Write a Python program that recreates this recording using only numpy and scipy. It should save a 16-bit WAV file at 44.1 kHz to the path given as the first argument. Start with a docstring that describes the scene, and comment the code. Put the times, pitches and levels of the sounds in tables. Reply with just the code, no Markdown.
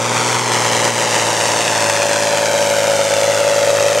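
"""In an arena, on a dirt track, a six-cylinder pulling tractor labours towards the microphone at full
throttle, its speed sagging under the load. Each firing excites the resonances of the upright exhaust
stack and drives out a crackling burst of turbulent gas, over a drone and growl of engine harmonics.
The track reflects the sound with a delay that grows as the tractor nears; the arena reverberates faintly."""
import sys
import numpy as np
from scipy import signal
from scipy.fft import rfft, irfft, next_fast_len
from scipy.io import wavfile
from scipy.ndimage import uniform_filter1d, map_coordinates

SR = 44100
rng = np.random.default_rng(int(sys.argv[2]) if len(sys.argv) > 2 else 0)


def materialize(psi):
    """Save the field psi as 16-bit PCM at rate SR to the path in sys.argv[1].

    A 1-D psi becomes a single channel; in a 2-D psi each row is a channel.
    """
    bounded = np.clip(np.atleast_2d(psi).T, -1, 1)
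    quanta = np.round(bounded * 32767).astype(np.int16)
    wavfile.write(sys.argv[1], SR, quanta)


N = 176400


def amp(db):
    return 10 ** (np.asarray(db) / 20)

def unit_rms(x):
    return x / np.sqrt(np.mean(x ** 2) + 1e-20)

def along(points, hz):
    """Interpolation on a logarithmic frequency axis."""
    f, value = np.transpose(points)
    return np.interp(np.log(hz + 1), np.log(f + 1), value)

def curves(rows):
    """Linear interpolation in time: one curve for each column after the first."""
    times, *columns = np.transpose(rows)
    return [np.interp(np.arange(N) / SR, times, column) for column in columns]

def filtered(x, response):
    """Linear filtering: the spectrum times a complex frequency response."""
    size = next_fast_len(N + SR // 2)
    return irfft(rfft(x, size) * response(np.fft.rfftfreq(size, 1 / SR)), size)[..., :N]

def coloured(x, colour):
    """Zero-phase filtering by a table of f/Hz, gain/dB."""
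    return filtered(x, lambda hz: amp(along(colour, hz)))

def wobble(per_s):
    """Slow modulation: a spline through random values."""
    knots = rng.standard_normal(int(N * per_s / SR) + 4)
    return map_coordinates(knots, [np.arange(N) * per_s / SR])


# Firing rate: t/s, f/Hz
FIRING_RATE = [(0, 118.3), (.15, 118.84), (.4, 121.59), (.55, 118.32), (.7, 116.32), (1, 117.35),
               (1.25, 111.96), (1.4, 112.2), (1.55, 112.1), (1.7, 111.58), (1.9, 106.55), (2.2, 107.71),
               (2.55, 107.27), (2.85, 105.52), (3.1, 104.09), (3.4, 106.55), (3.85, 106.14), (4, 108.51)]

def engine_motion():
    """Phase is the integral of frequency; here it is counted in firing intervals."""
    rate, = curves(FIRING_RATE)
    return rate, 0.1376 + np.cumsum(rate) / SR


# Second harmonic relative to the fundamental: t/s, level/dB
DRONE_OCTAVE = [(0, -4.5), (1.5, -5.5), (2.8, -3), (3.7, -11)]

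def drone(phase):
    """Periodic firing radiates a fundamental and its octave; their level wavers slightly."""
    octave_db, = curves(DRONE_OCTAVE)
    tone = np.sin(2 * np.pi * phase) + amp(octave_db) * np.sin(4 * np.pi * phase)
    return amp(0.55 * wobble(per_s=17)) * unit_rms(tone)


# Cylinders in firing order: manifold travel t/ms, pulse level/dB, gas burst level/dB
CYLINDERS = [(0.91, 5.5, -3), (0.31, -1, -2), (1.41, 5, -2), (0.51, 3.5, -0.5), (2.107, -0.5, -1.5),
             (0.82, -1.5, -1)]

def firings(phase):
    """Cyclic firing: the sample position of each event, then its cylinder's three values."""
    index = np.arange(int(phase[-1]) + 1)
    rows = np.array(CYLINDERS)[index % len(CYLINDERS)]
    return np.interp(index, phase, np.arange(N)), *rows.T

def valve_pulses(phase, power=1):
    """An uneven impulse train, delayed by travel through the manifold; sizes are raised to a power."""
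    fired, travel_ms, pulse_db, _ = firings(phase)
    chance = rng.standard_normal((len(fired), 2))
    jitter_ms, scatter_db = 0.025 * chance[:, 0], 2.5 * chance[:, 1]
    arrival = np.clip(fired + (travel_ms + jitter_ms) * SR / 1000, 0, N - 2)
    size = amp(power * (pulse_db + scatter_db))
    sample, fraction = arrival.astype(int), arrival % 1
    return np.bincount(sample, size * (1 - fraction), N) + np.bincount(sample + 1, size * fraction, N)


# Pipe modes of the stack: f/Hz, bandwidth/Hz, gain/dB
STACK_MODES = [(156, 26.6, -7.5), (330, 28, -17.5), (512, 25, -1), (557.8, 35, 8.5), (870, 48, -6)]

def stack_response(f):
    """Modal superposition: the pipe responds as a sum of damped resonators."""
    return sum(amp(db) * 1j * f * width / (hz * hz - f * f + 1j * f * width)
               for hz, width, db in STACK_MODES)

def stack_ring(phase, valve_cutoff_hz=1130):
    """Forced resonance: pulses ring the stack, low in treble because the valves open gradually."""
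    band = signal.butter(2, [130, valve_cutoff_hz], "bandpass", fs=SR, output="sos")
    ringing = filtered(valve_pulses(phase), stack_response)
    return unit_rms(signal.sosfilt(band, ringing))


# Harmonics of the six-firing cycle: order, free-running level/dB, lugging level/dB
ENGINE_ORDERS = [(15, -44, -46), (17, -42, -45), (18, -37, -45), (19, -46, -45), (20, -43, -58),
                 (22, -38, -50), (23, -35, -38), (26, -37, -48), (29, -56, -39), (32, -43, -28),
                 (38, -33.5, -34.5), (39, -38, -44), (41, -44, -41), (44, -33, -47), (45, -37, -54),
                 (47, -42, -44), (48, -35, -40), (49, -39, -48), (50, -40, -35), (53, -35, -40),
                 (56, -41, -42)]

def growl(phase, rate, lugging_hz=106.4, free_hz=115.3):
    """Harmonics phase-locked to the pulses; their balance shifts as the load drags the speed down."""
    travel_ms, pulse_db, _ = np.transpose(CYLINDERS)
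    count = len(CYLINDERS)
    arrival = np.arange(count) + rate.mean() * travel_ms / 1000
    free = np.clip((rate - lugging_hz) / (free_hz - lugging_hz), 0, 1)
    tones = np.zeros(N)
    for order, free_db, lugging_db in ENGINE_ORDERS:
        per_firing = order / count
        phasor = np.sum(amp(pulse_db) * np.exp(-2j * np.pi * per_firing * arrival))
        shift = np.angle(stack_response(per_firing * rate.mean()) * phasor)
        db = lugging_db + free * (free_db - lugging_db) + 0.6 * wobble(per_s=5.6)
        tones += amp(db) * np.sqrt(2) * np.cos(2 * np.pi * per_firing * phase + shift)
    return tones


# Spectrum of the pulse fronts: f/Hz, level/dB
CRACK_COLOUR = [(100, -7), (300, -26), (900, -7), (1500, -4.5), (3000, -23), (8000, -31), (15000, -31)]

def cracks(phase):
    """Nonlinear steepening: the strongest pulses leave the stack directly as sharp cracks."""
    fronts = valve_pulses(phase, power=2.1)
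    return unit_rms(filtered(fronts, lambda hz: amp(along(CRACK_COLOUR, hz)) * (hz > 90)))


def gas_flow(phase, onset=0.068, rise=0.27, fall=0.33, steady_db=-7):
    """Pulsating flow: a burst per firing over a steady stream; times are in firing intervals."""
    *_, burst_db = firings(phase)
    size = amp(burst_db + 1.98 * rng.standard_normal(len(burst_db)))
    index, age = np.divmod(np.maximum(phase - onset, 0), 1)
    shape = (1 - np.exp(-(age / rise) ** 2)) * np.exp(-age / fall)
    return unit_rms(size[index.astype(int)] * shape / shape.max() + amp(steady_db))

def turbulence(flow, colour, shocks_per_s=1300, shock_db=-11):
    """Turbulent mixing noise and the crackle of small shocks, both modulated by the flow."""
    shocks = (rng.random(N) < flow * shocks_per_s / SR) * rng.exponential(size=N) ** .5
    crackle = unit_rms(signal.lfilter([1, -1], [1, -.9], shocks))
    gas = flow * (rng.standard_normal(N) + amp(shock_db) * crackle)
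    return unit_rms(coloured(gas, colour))


# Spectral density of the roar: f/Hz, level/dB
ROAR_COLOUR = [(40, -31), (90, -17), (180, -16.5), (400, 6.5), (700, 0), (950, 6), (1400, -8.5),
               (2500, -37), (6000, -40)]

def roar(phase, flow, peak_phase=1.9):
    """Amplitude modulation: the jet's low roar swells once per engine cycle."""
    throb_db = np.cos(2 * np.pi * (phase - peak_phase) / len(CYLINDERS)) - .5
    return amp(throb_db) * turbulence(flow, ROAR_COLOUR)


# Strength of the jet: t/s, relative level/dB
JET_LEVEL = [(0, -24), (.13, -20.5), (.33, -20), (.4, -23), (.45, -22.5), (.53, -19.5), (.62, -20),
             (.73, -19.5), (.82, -20), (.85, -17.5), (.89, -19.5), (.92, -23.3), (.96, -22), (1.04, -19.5),
             (1.07, -21), (1.17, -18.5), (1.25, -20), (1.7, -20), (2.55, -21.5), (4, -22.5)]
# Spectral density of the jet: f/Hz, level/dB
JET_COLOUR = [(40, -57), (200, -10.5), (700, -21.5), (1300, -1.5), (2600, -4), (4200, -9), (6500, -5.5),
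              (8700, -12), (10300, -20.5), (12700, -30), (15500, -44)]

def gas_jet(flow):
    """Jet noise: gas leaving the stack radiates over a broad band."""
    jet_db, = curves(JET_LEVEL)
    return amp(jet_db) * turbulence(flow, JET_COLOUR)

def jet_surge():
    """Common modulation: a gain that follows the jet's level about its one-second mean."""
    jet_db, = curves(JET_LEVEL)
    return amp(jet_db - uniform_filter1d(jet_db, SR))


# Noise at the lip: t/s, hiss level/dB, fizz level/dB
LIP_LEVELS = [(0, -41, -56), (.4, -35.5, -51), (.8, -33.5, -46), (1.6, -28.5, -45), (2.3, -35, -45),
              (2.7, -33, -40), (3.1, -33, -43.5), (4, -37, -42.5)]
# Spectral densities of hiss and fizz: f/Hz, level/dB
HISS_COLOUR = [(3000, -34), (5000, -4), (6500, 1), (9000, 1.5), (10500, -15), (15000, -40)]
FIZZ_COLOUR = [(7000, -40), (10000, -5), (12000, 0), (14000, -7), (15500, -15)]

def lip_hiss(flow):
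    """Fine turbulence at the stack's lip: a hiss, and a pulsing fizz that grows as the tractor nears."""
    hiss_db, fizz_db = curves(LIP_LEVELS)
    hiss = amp(hiss_db) * turbulence(flow ** 0.23, HISS_COLOUR)
    fizz = amp(fizz_db) * turbulence(flow ** 0.69, FIZZ_COLOUR)
    return hiss + fizz


# Jet sound that differs between the microphone's two ports: f/Hz, gain/dB
JET_SIDE = [(100, -20), (1000, -20), (4500, -78), (7000, -10.5), (9000, -3.5), (14000, -3.5)]

def jet_width(flow):
    """Partial coherence: independent jet noise reaches the two ports in antiphase."""
    side = coloured(gas_jet(flow), JET_SIDE)
    return np.array([side, -side])


# Lag of the ground reflection: t/s, delay/ms
GROUND_DELAY = [(0, 0.83), (.5, 0.95), (1, 1.016), (2, 1.153), (3, 1.362), (4, 1.62)]
# Reflectance of the track: f/Hz, gain/dB
GROUND_GAIN = [(200, -1.5), (700, -8.5), (1800, -9.5), (3500, -7), (8000, -14.5)]

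def over_ground(direct):
    """Comb filtering: the direct sound interferes with its ever later reflection from the track."""
    delay_ms, = curves(GROUND_DELAY)
    image = coloured(direct, GROUND_GAIN)
    return direct + map_coordinates(image, [np.arange(N) - delay_ms * SR / 1000])


def arena(x, t60_s=0.11, cutoff_hz=3500):
    """Reverberation: dull, diffuse reflections from trucks and stands decay exponentially."""
    t = np.arange(SR // 2) / SR
    tail = rng.standard_normal((2, len(t))) * amp(-60 * t / t60_s) * (t > .01)
    wet = signal.fftconvolve(x[None], tail / np.linalg.norm(tail[0]), axes=1)[:, :N]
    return filtered(wet, lambda hz: 1 / (1 + 1j * hz / cutoff_hz))


# Exhaust balance before surge and throb: t/s, then level/dB of drone, stack ring, cracks, roar
EXHAUST_LEVELS = [(0, -28, -20.5, -28, -26), (.35, -28.5, -25.5, -31, -23), (.8, -29, -21, -31, -26),
                  (1.4, -32, -20, -33, -24.5), (2, -35.5, -20, -31, -24), (2.6, -34, -19, -47, -28),
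                  (3.2, -35, -19.5, -34, -30.5), (4, -36.5, -20, -28, -28)]

def scene():
    """Superposition: one engine phase drives every source; ring, cracks, roar and growl surge together."""
    drone_db, ring_db, crack_db, roar_db = curves(EXHAUST_LEVELS)
    rate, phase = engine_motion()
    flow, surge = gas_flow(phase), jet_surge()
    tones = amp(drone_db) * drone(phase)
    body = amp(ring_db) * stack_ring(phase)
    tones += surge * growl(phase, rate)
    body += amp(crack_db) * cracks(phase)
    body += amp(roar_db) * roar(phase, flow)
    exhaust = over_ground(surge * body + amp(1) * gas_jet(flow) + lip_hiss(flow))
    return tones + exhaust + jet_width(flow) + amp(-13.5) * arena(exhaust)


# Left port relative to right: f/Hz, level/dB
LEFT_LEVEL = [(100, -2), (300, 0), (1200, 2.5), (4000, -0.2), (7000, -1), (12000, 3)]
# Left port relative to right: f/Hz, phase lead/rad
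LEFT_LEAD = [(30, 0), (105, 0.6), (260, 0.44), (2500, -.2), (6100, .1), (10000, 0.57), (13000, 0)]

def record(dry, ceiling=.97, top_hz=15700):
    """Level and phase differences between two close ports, then soft saturation and a band limit."""
    half = np.array([[.5], [-.5]])
    ports = filtered(dry, lambda hz: amp(half * along(LEFT_LEVEL, hz))
                     * np.exp(1j * half * along(LEFT_LEAD, hz)))
    rounded = ports / (1 + (ports / ceiling) ** 6) ** (1 / 6)
    return filtered(rounded, lambda hz: hz < top_hz)


dry = scene()
out = record(dry)
materialize(out)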